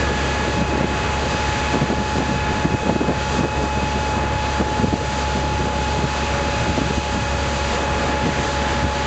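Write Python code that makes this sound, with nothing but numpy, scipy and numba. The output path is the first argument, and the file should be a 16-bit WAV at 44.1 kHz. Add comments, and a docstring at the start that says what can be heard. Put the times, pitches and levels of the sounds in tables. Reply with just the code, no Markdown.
"""From the start a six-cylinder diesel drives a wooden longboat over a calm lake at a near-steady speed.
Hum at the firing rate, a geared whine and a clatter repeated each cycle lock to the crank; gas and spray are noise.
Head wind rumbles throughout; its stronger puffs start near 0.5 s, crowd from 1.8 to 3.5 s and thin out after 7.2 s.
A gain control ducks everything under loud puffs; a pocket camera's filters cut the top treble."""
import sys
import numpy as np
from scipy import signal
from scipy.fft import rfft, irfft, next_fast_len
from scipy.io import wavfile
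from scipy.ndimage import uniform_filter1d
from numba import njit

SR = 44100
rng = np.random.default_rng(int(sys.argv[2]) if len(sys.argv) > 2 else 0)


def bounce(signal):
    """Save signal as a 16-bit WAV file at the path given by the first command-line argument."""
    frames = np.transpose(np.atleast_2d(signal))
    limited = np.clip(frames, -1, 1)
    pcm = np.round(limited * 32767).astype(np.int16)
    wavfile.write(sys.argv[1], SR, pcm)


N = 399546  # samples

# Levels in dB are rms re full scale, ahead of the microphone gain.


def undb(db):
    """Amplitude gain of a dB value."""
    return 10 ** (np.asarray(db) / 20)


def unit(x):
    """Scale to rms 1."""
    return x / np.sqrt(np.mean(x ** 2))


def curves(table, t):
    """Columns of a table as curves over time; the first column is time in seconds."""
    seconds, *columns = np.transpose(table)
    return [np.interp(t, seconds, column) for column in columns]


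def shape(table, hz):
    """Gain of a spectrum table, straight dB lines on a log-frequency axis."""
    f, db = np.transpose(table)
    return undb(np.interp(np.log(np.maximum(hz, 1)), np.log(f), db))


def walk(rate_hz):
    """Random levels, rate_hz new ones a second, smoothed by two moving averages; spread near 1."""
    hold = int(SR / rate_hz)
    steps = np.repeat(rng.standard_normal(N // hold + 1), hold)
    slewed = uniform_filter1d(uniform_filter1d(steps, hold), hold)
    return 1.3 * slewed[:N]


def tone(turns, db, waver_db):
    """A sine locked to a shaft, its level wavering."""
    level = undb(db + waver_db * walk(9.))
    return np.sqrt(2) * level * np.sin(2 * np.pi * (turns + rng.random()))


def rush(table, together_db, alone_db, rate_hz, bands):
    """Coloured noise of rms 1 in overlapping bands that flicker together and alone."""
    size = next_fast_len(N)
    hz = np.arange(size // 2 + 1) * SR / size
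    noise = rfft(rng.standard_normal(size)) * shape(table, hz)
    edges = np.log([table[0][0], table[-1][0]])
    place = np.interp(np.log(np.maximum(hz, 1)), edges, [0, bands - 1])
    out = np.zeros(N)
    for k in range(bands):
        band = irfft(noise * np.clip(1 - abs(place - k), 0, 1), size)[:N]
        out += undb(alone_db * walk(rate_hz)) * band
    return unit(out * undb(together_db * walk(rate_hz)))


# Crank speed, drifting a little at held throttle. Each row: time in seconds, speed in rpm.
CRANK_SPEED = [(0, 1373), (.7, 1375), (1.7, 1380), (2.6, 1383), (2.9, 1376), (3.3, 1381), (5.2, 1381),
               (5.7, 1380), (7.2, 1373), (8.2, 1379), (8.6, 1378), (9.06, 1379)]


def crank_cycles(t):
    """Four-stroke cycles run so far; one cycle is two crank turns."""
    cycles_per_s = curves(CRANK_SPEED, t)[0] / 120
    return np.cumsum(cycles_per_s) / SR


CYLINDERS = 6
HUM_DB, HUM_WAVER_DB = -27.5, 0.65
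# Other strong tones locked to the cycle: engine harmonics, and side tones (71, 75, 76) of the whine's
# 3rd partial. Each row: multiple of the cycle rate, level in dB.
CYCLE_TONES = [(9, -42), (12, -35), (15, -45), (18, -42), (21, -40), (46, -45), (48, -45), (54, -47),
               (61, -47), (62, -47), (71, -44), (75, -47), (76, -47), (80, -49), (81, -48), (84, -44),
               (87, -50), (88, -50), (94, -48), (96, -52), (98, -49), (105, -51), (106, -47), (110, -51),
               (114, -52), (117, -51), (120, -51), (123, -50)]


def engine_tones(cycle):
    """Firing hum, one period per firing, plus other tones locked to the cycle."""
    hum = tone(CYLINDERS * cycle, HUM_DB, HUM_WAVER_DB)
    return hum + sum(tone(k * cycle, db, 1.2) for k, db in CYCLE_TONES)


CLATTER_DB, CLATTER_WAVER_DB = -35.5, 0.86
# Clatter spectrum. Each row: frequency in Hz at 13 cycles/s (sounds about 12 % lower here), density in dB per Hz.
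CLATTER_COLOUR = [(60, -5), (400, -4.5), (700, -7.5), (1200, -2.5), (1800, -3.5), (1950, -7.5),
                  (3500, -13.5), (8000, -35)]


def clatter(cycle):
    """Valves and pistons repeat one random noise pattern every cycle."""
    size = 4096  # points per cycle
    hz = 13.0 * np.arange(size // 2 + 1)
    pattern = unit(irfft(rfft(rng.standard_normal(size)) * shape(CLATTER_COLOUR, hz), size))
    looped = np.append(pattern, pattern[0])
    level = undb(CLATTER_DB + CLATTER_WAVER_DB * walk(6.))
    return level * np.interp(cycle % 1, np.arange(size + 1) / size, looped)


WHINE_PER_CYCLE = 74 / 3
# Strong partials, changing colour as the camera turns.
# Each row: time in seconds, then levels of the 2nd, 3rd, 6th and 9th partial in dB.
STRONG_PARTIALS = [(0, -39, -32, -33, -45), (.4, -39, -30, -35.5, -41.5), (.9, -39, -30.5, -46, -41),
                   (1.5, -37, -28.5, -36.5, -41), (2.5, -43, -27.5, -38, -42.5),
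                   (3.6, -39, -27.5, -53, -39), (4.6, -39, -27, -42, -44.5), (5.8, -37.5, -29.5, -55, -45),
                   (6.9, -33.5, -29.5, -51, -40.5), (7.35, -34.5, -34, -47, -43),
                   (8.1, -32.5, -27.5, -41.5, -43.5), (9.06, -32, -29, -40, -49)]
# Weak partials. Each row: multiple of the whine rate, level in dB.
WEAK_PARTIALS = [(4, -49), (5, -48), (7, -60.5), (12, -52)]
# Close pair just under the 9th partial. Entries: multiples of the cycle rate.
CLOSE_PAIR = (219.75, 220)
# Side tones of the 6th partial. Each row: offset in cycle rates, level in dB.
SIXTH_SIDE_TONES = [(-6, -51), (-4, -50), (-3, -51), (-2, -52), (-1, -51), (4, -52), (6, -50), (11, -51)]


def whine(cycle, t):
    """Partials of a toothed part geared to the crank, whose uneven turning trembles the pitch."""
    strong_db = curves(STRONG_PARTIALS, t)
    partials = list(zip((2, 3, 6, 9), strong_db)) + WEAK_PARTIALS
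    # phase swings 0.011 whine periods once a crank turn
    shaft = WHINE_PER_CYCLE * cycle + 0.011 * np.sin(2 * np.pi * 2 * cycle)
    out = sum(tone(k * shaft, db, .5 + 0.1 * k) for k, db in partials)
    # beats with the 9th partial about once a crank turn
    out += sum(tone(k * cycle, strong_db[3] - 6.0, 1.3) for k in CLOSE_PAIR)
    # crank turns and cycles rock the 6th partial, 148 cycle rates
    return out + sum(tone((148 + k) * cycle, db, 1.7) for k, db in SIXTH_SIDE_TONES)


def firing_pulse(cycle):
    """A sharp rise and exponential fall at each firing."""
    return np.exp(-(CYLINDERS * cycle % 1) / 0.18)


# Exhaust gas spectrum. Each row: frequency in Hz, density in dB per Hz.
ROAR_COLOUR = [(20, -22.5), (50, 4), (150, 1.5), (450, 4), (650, 0.5), (1100, 0), (1800, -1.5),
               (1950, -3.5), (3000, -10.5), (9000, -31.5)]


def exhaust_roar(cycle, level_db):
    """Gas noise leaves in beats: a puff each firing, a swell each crank turn."""
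    beat = 1 + .55 * firing_pulse(cycle) + 0.061 * np.cos(2 * np.pi * 2 * cycle)
    return undb(level_db) * beat * rush(ROAR_COLOUR, 0.97, 1.4, 12., bands=10)


# Spray spectrum. Each row: frequency in Hz, density in dB per Hz.
SPRAY_COLOUR = [(500, -12), (1500, -10), (2600, -2.5), (3500, -5.5), (5000, -6), (7000, -9), (9000, -8)]


def bow_spray(cycle, level_db):
    """Water noise surges as the bow meets ripples; propeller thrust throbs it with cycle and firings."""
    surge = undb(level_db + 0.6 * walk(5.))
    throb = 1 + 0.062 * np.cos(2 * np.pi * cycle) + .12 * firing_pulse(cycle)
    return surge * throb * rush(SPRAY_COLOUR, 0.59, 0.97, 12., bands=5)


# Steady head wind. Each row: time in seconds, level in dB.
BREEZE_LEVEL = [(0, -28.5), (.5, -26.5), (1.5, -27), (2.9, -26.5), (3.5, -26.5), (4.5, -29.5), (4.9, -26),
                (5.5, -28), (6.1, -28), (6.6, -26.5), (7.6, -30.5), (7.9, -27), (8.3, -31), (9.06, -29.5)]
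# Wind spectrum. Each row: frequency in Hz, density in dB per Hz.
WIND_COLOUR = [(15, -24), (40, -11), (100, 1), (250, -9), (450, -6.5), (800, -17), (1500, -33.5)]


def breeze(t):
    """Head wind on the microphone: a fluttering low rumble."""
    return undb(curves(BREEZE_LEVEL, t)[0]) * rush(WIND_COLOUR, 2.4, 2.5, 25., bands=6)


# Stronger puffs on the microphone. Each row: centre in seconds, level in dB, centre in Hz, length in ms.
STRONG_PUFFS = [(0.478, -22, 250, 45), (0.575, -24, 150, 35), (0.616, -17, 200, 33), (0.735, -21, 278, 45),
                (0.78, -20, 242, 16), (0.821, -19, 249, 61), (0.849, -18, 252, 28), (1.348, -23.5, 278, 21),
                (1.757, -17, 307.7, 46), (1.83, -15, 204, 58), (1.913, -16.5, 302, 49),
                (1.985, -19, 182.2, 18), (2.012, -20, 218, 26), (2.157, -20.5, 189, 25),
                (2.202, -19, 300.8, 48), (2.324, -22, 247, 81), (2.656, -14.5, 223, 30),
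                (2.712, -20.5, 180, 20), (2.741, -17.5, 203, 37), (2.87, -19, 250, 25),
                (2.899, -12.5, 345, 25), (2.93, -18, 250, 20), (2.96, -13, 277, 17),
                (3.017, -15.5, 308, 38), (3.05, -22, 250, 23), (3.088, -15, 302, 52),
                (3.122, -20.5, 400, 25), (3.397, -18, 197, 37), (3.449, -13.5, 286.6, 25),
                (3.648, -22.5, 360, 47), (3.778, -24, 263.4, 29), (3.841, -20.5, 192, 27),
                (3.963, -23.5, 275, 49), (4.181, -25, 189, 26), (4.237, -24, 268.5, 20),
                (4.614, -15.5, 267, 25), (4.799, -16.5, 232, 21), (4.837, -12, 200, 35),
                (4.882, -16.5, 140.7, 22), (4.94, -12.5, 232, 26), (5.374, -22.5, 217, 39),
                (5.604, -19.5, 154.7, 19), (5.661, -24.5, 256, 28), (6.046, -18.5, 217, 28),
                (6.668, -24, 199.9, 24), (6.704, -20, 162, 31), (6.786, -15, 235, 19),
                (6.818, -16, 199, 19), (6.862, -21, 150, 33), (6.91, -17.5, 229, 17.7),
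                (6.982, -16, 162, 16), (7.16, -23.5, 211.2, 45), (8.273, -18.5, 199, 57),
                (8.847, -18, 146, 42.3)]
# Faint puffs fall at random; these are mid-range values.
FAINT_COUNT, FAINT_DB, FAINT_HZ, FAINT_MS = 16, -29, 215, 34
KICKS_PER_S = 320.


def wind_puffs(t):
    """Eddies kick the diaphragm at random; each puff is a bell of kicks round its own pitch."""
    out = np.zeros(N)
    puffs = list(STRONG_PUFFS)
    for a, b, c, d in rng.random((FAINT_COUNT, 4)):
        centre_s = .1 + a * (t[-1] - .1)
        puffs.append((centre_s, FAINT_DB + 9.5 * (b - .5), FAINT_HZ * (.75 + .5 * c), FAINT_MS * (.5 + d)))
    size, half = 8192, 4096
    hz = np.arange(half + 1) * SR / size
    lag_s = (np.arange(size) - half) / SR
    for centre_s, db, mid_hz, ms in puffs:
        kicks = rng.standard_normal(size)
        kicks *= 0.047 + (rng.random(size) < KICKS_PER_S / SR)
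        kicks[half] = 1.73 * np.sign(kicks[half])  # a sure kick at the heart
        low_side = 1 + (mid_hz / 2.14 / (hz + 1)) ** 3.6
        high_side = 1 + (hz / mid_hz / 1.17) ** 2.3
        bell = np.exp(-(lag_s / (ms / 1600)) ** 4)
        puff = bell * irfft(rfft(kicks) / low_side / high_side)
        puff *= undb(db) * np.sqrt(np.sum(bell ** 2) / np.sum(puff ** 2))
        i = int(centre_s * SR) - half
        out[i:i + size] += puff[:N - i]
    return out


# Levels of the two rushes ahead of their beats. Each row: time in seconds, gas roar in dB, spray in dB.
RUSH_LEVELS = [(0, -30.5, -31), (.3, -26, -26), (.7, -27, -31), (1.1, -26, -29.5), (1.65, -27, -27.5),
               (1.9, -27, -29.5), (2.14, -27.5, -27), (2.3, -28, -30.5), (2.8, -30, -32), (3.1, -29, -29.5),
               (3.38, -29.5, -28.5), (3.6, -31, -30), (3.85, -33.5, -30), (4.3, -28.5, -31),
               (4.9, -33, -29), (5.2, -29.5, -27), (5.45, -31, -31), (5.9, -32, -30.5), (6.5, -28, -28),
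               (7.0, -29, -28), (7.35, -31.5, -31), (7.6, -28, -28.5), (8.3, -26, -28.5),
               (9.06, -26.5, -28)]


def scene():
    """Engine, whine, gas, spray and wind summed at the microphone."""
    t = np.arange(N) / SR
    cycle = crank_cycles(t)
    roar_db, spray_db = curves(RUSH_LEVELS, t)
    boat = engine_tones(cycle) + clatter(cycle) + whine(cycle, t)
    boat += exhaust_roar(cycle, roar_db) + bow_spray(cycle, spray_db)
    return (boat + breeze(t) + wind_puffs(t))[None]


@njit
def gain_control(x, knee, attack, release, slope):
    """Envelope follower: quick to duck above the knee, slow to come back."""
    y, envelope = np.empty(len(x)), knee
    for i in range(len(x)):
        a = abs(x[i])
        envelope += (a - envelope) * (attack if a > envelope else release)
        y[i] = x[i] * min(1., knee / envelope) ** slope
    return y


MIC_GAIN_DB = 4.5
ATTACK_S, RELEASE_S = 0.0077, .17
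TREBLE_HZ, TOP_HZ = 7980, 9060
# Narrow notches. Each row: centre in Hz, width in Hz.
NARROW_NOTCHES = [(5399, 330), (7709, 500), (8291, 500)]


def record(dry):
    """Gain control, narrow notches, the camera's falling treble and its cut-off."""
    y = gain_control(undb(MIC_GAIN_DB) * dry[0], .15, 1 / (ATTACK_S * SR), 1 / (RELEASE_S * SR), 0.67)
    for hz, width_hz in NARROW_NOTCHES:
        y = signal.lfilter(*signal.iirnotch(hz, hz / width_hz, SR), y)
    y = signal.sosfilt(signal.butter(27, TREBLE_HZ, fs=SR, output="sos"), y)
    return signal.sosfilt(signal.ellip(8, 1, 50, TOP_HZ, fs=SR, output="sos"), y)[None]


dry = scene()
out = record(dry)
bounce(out)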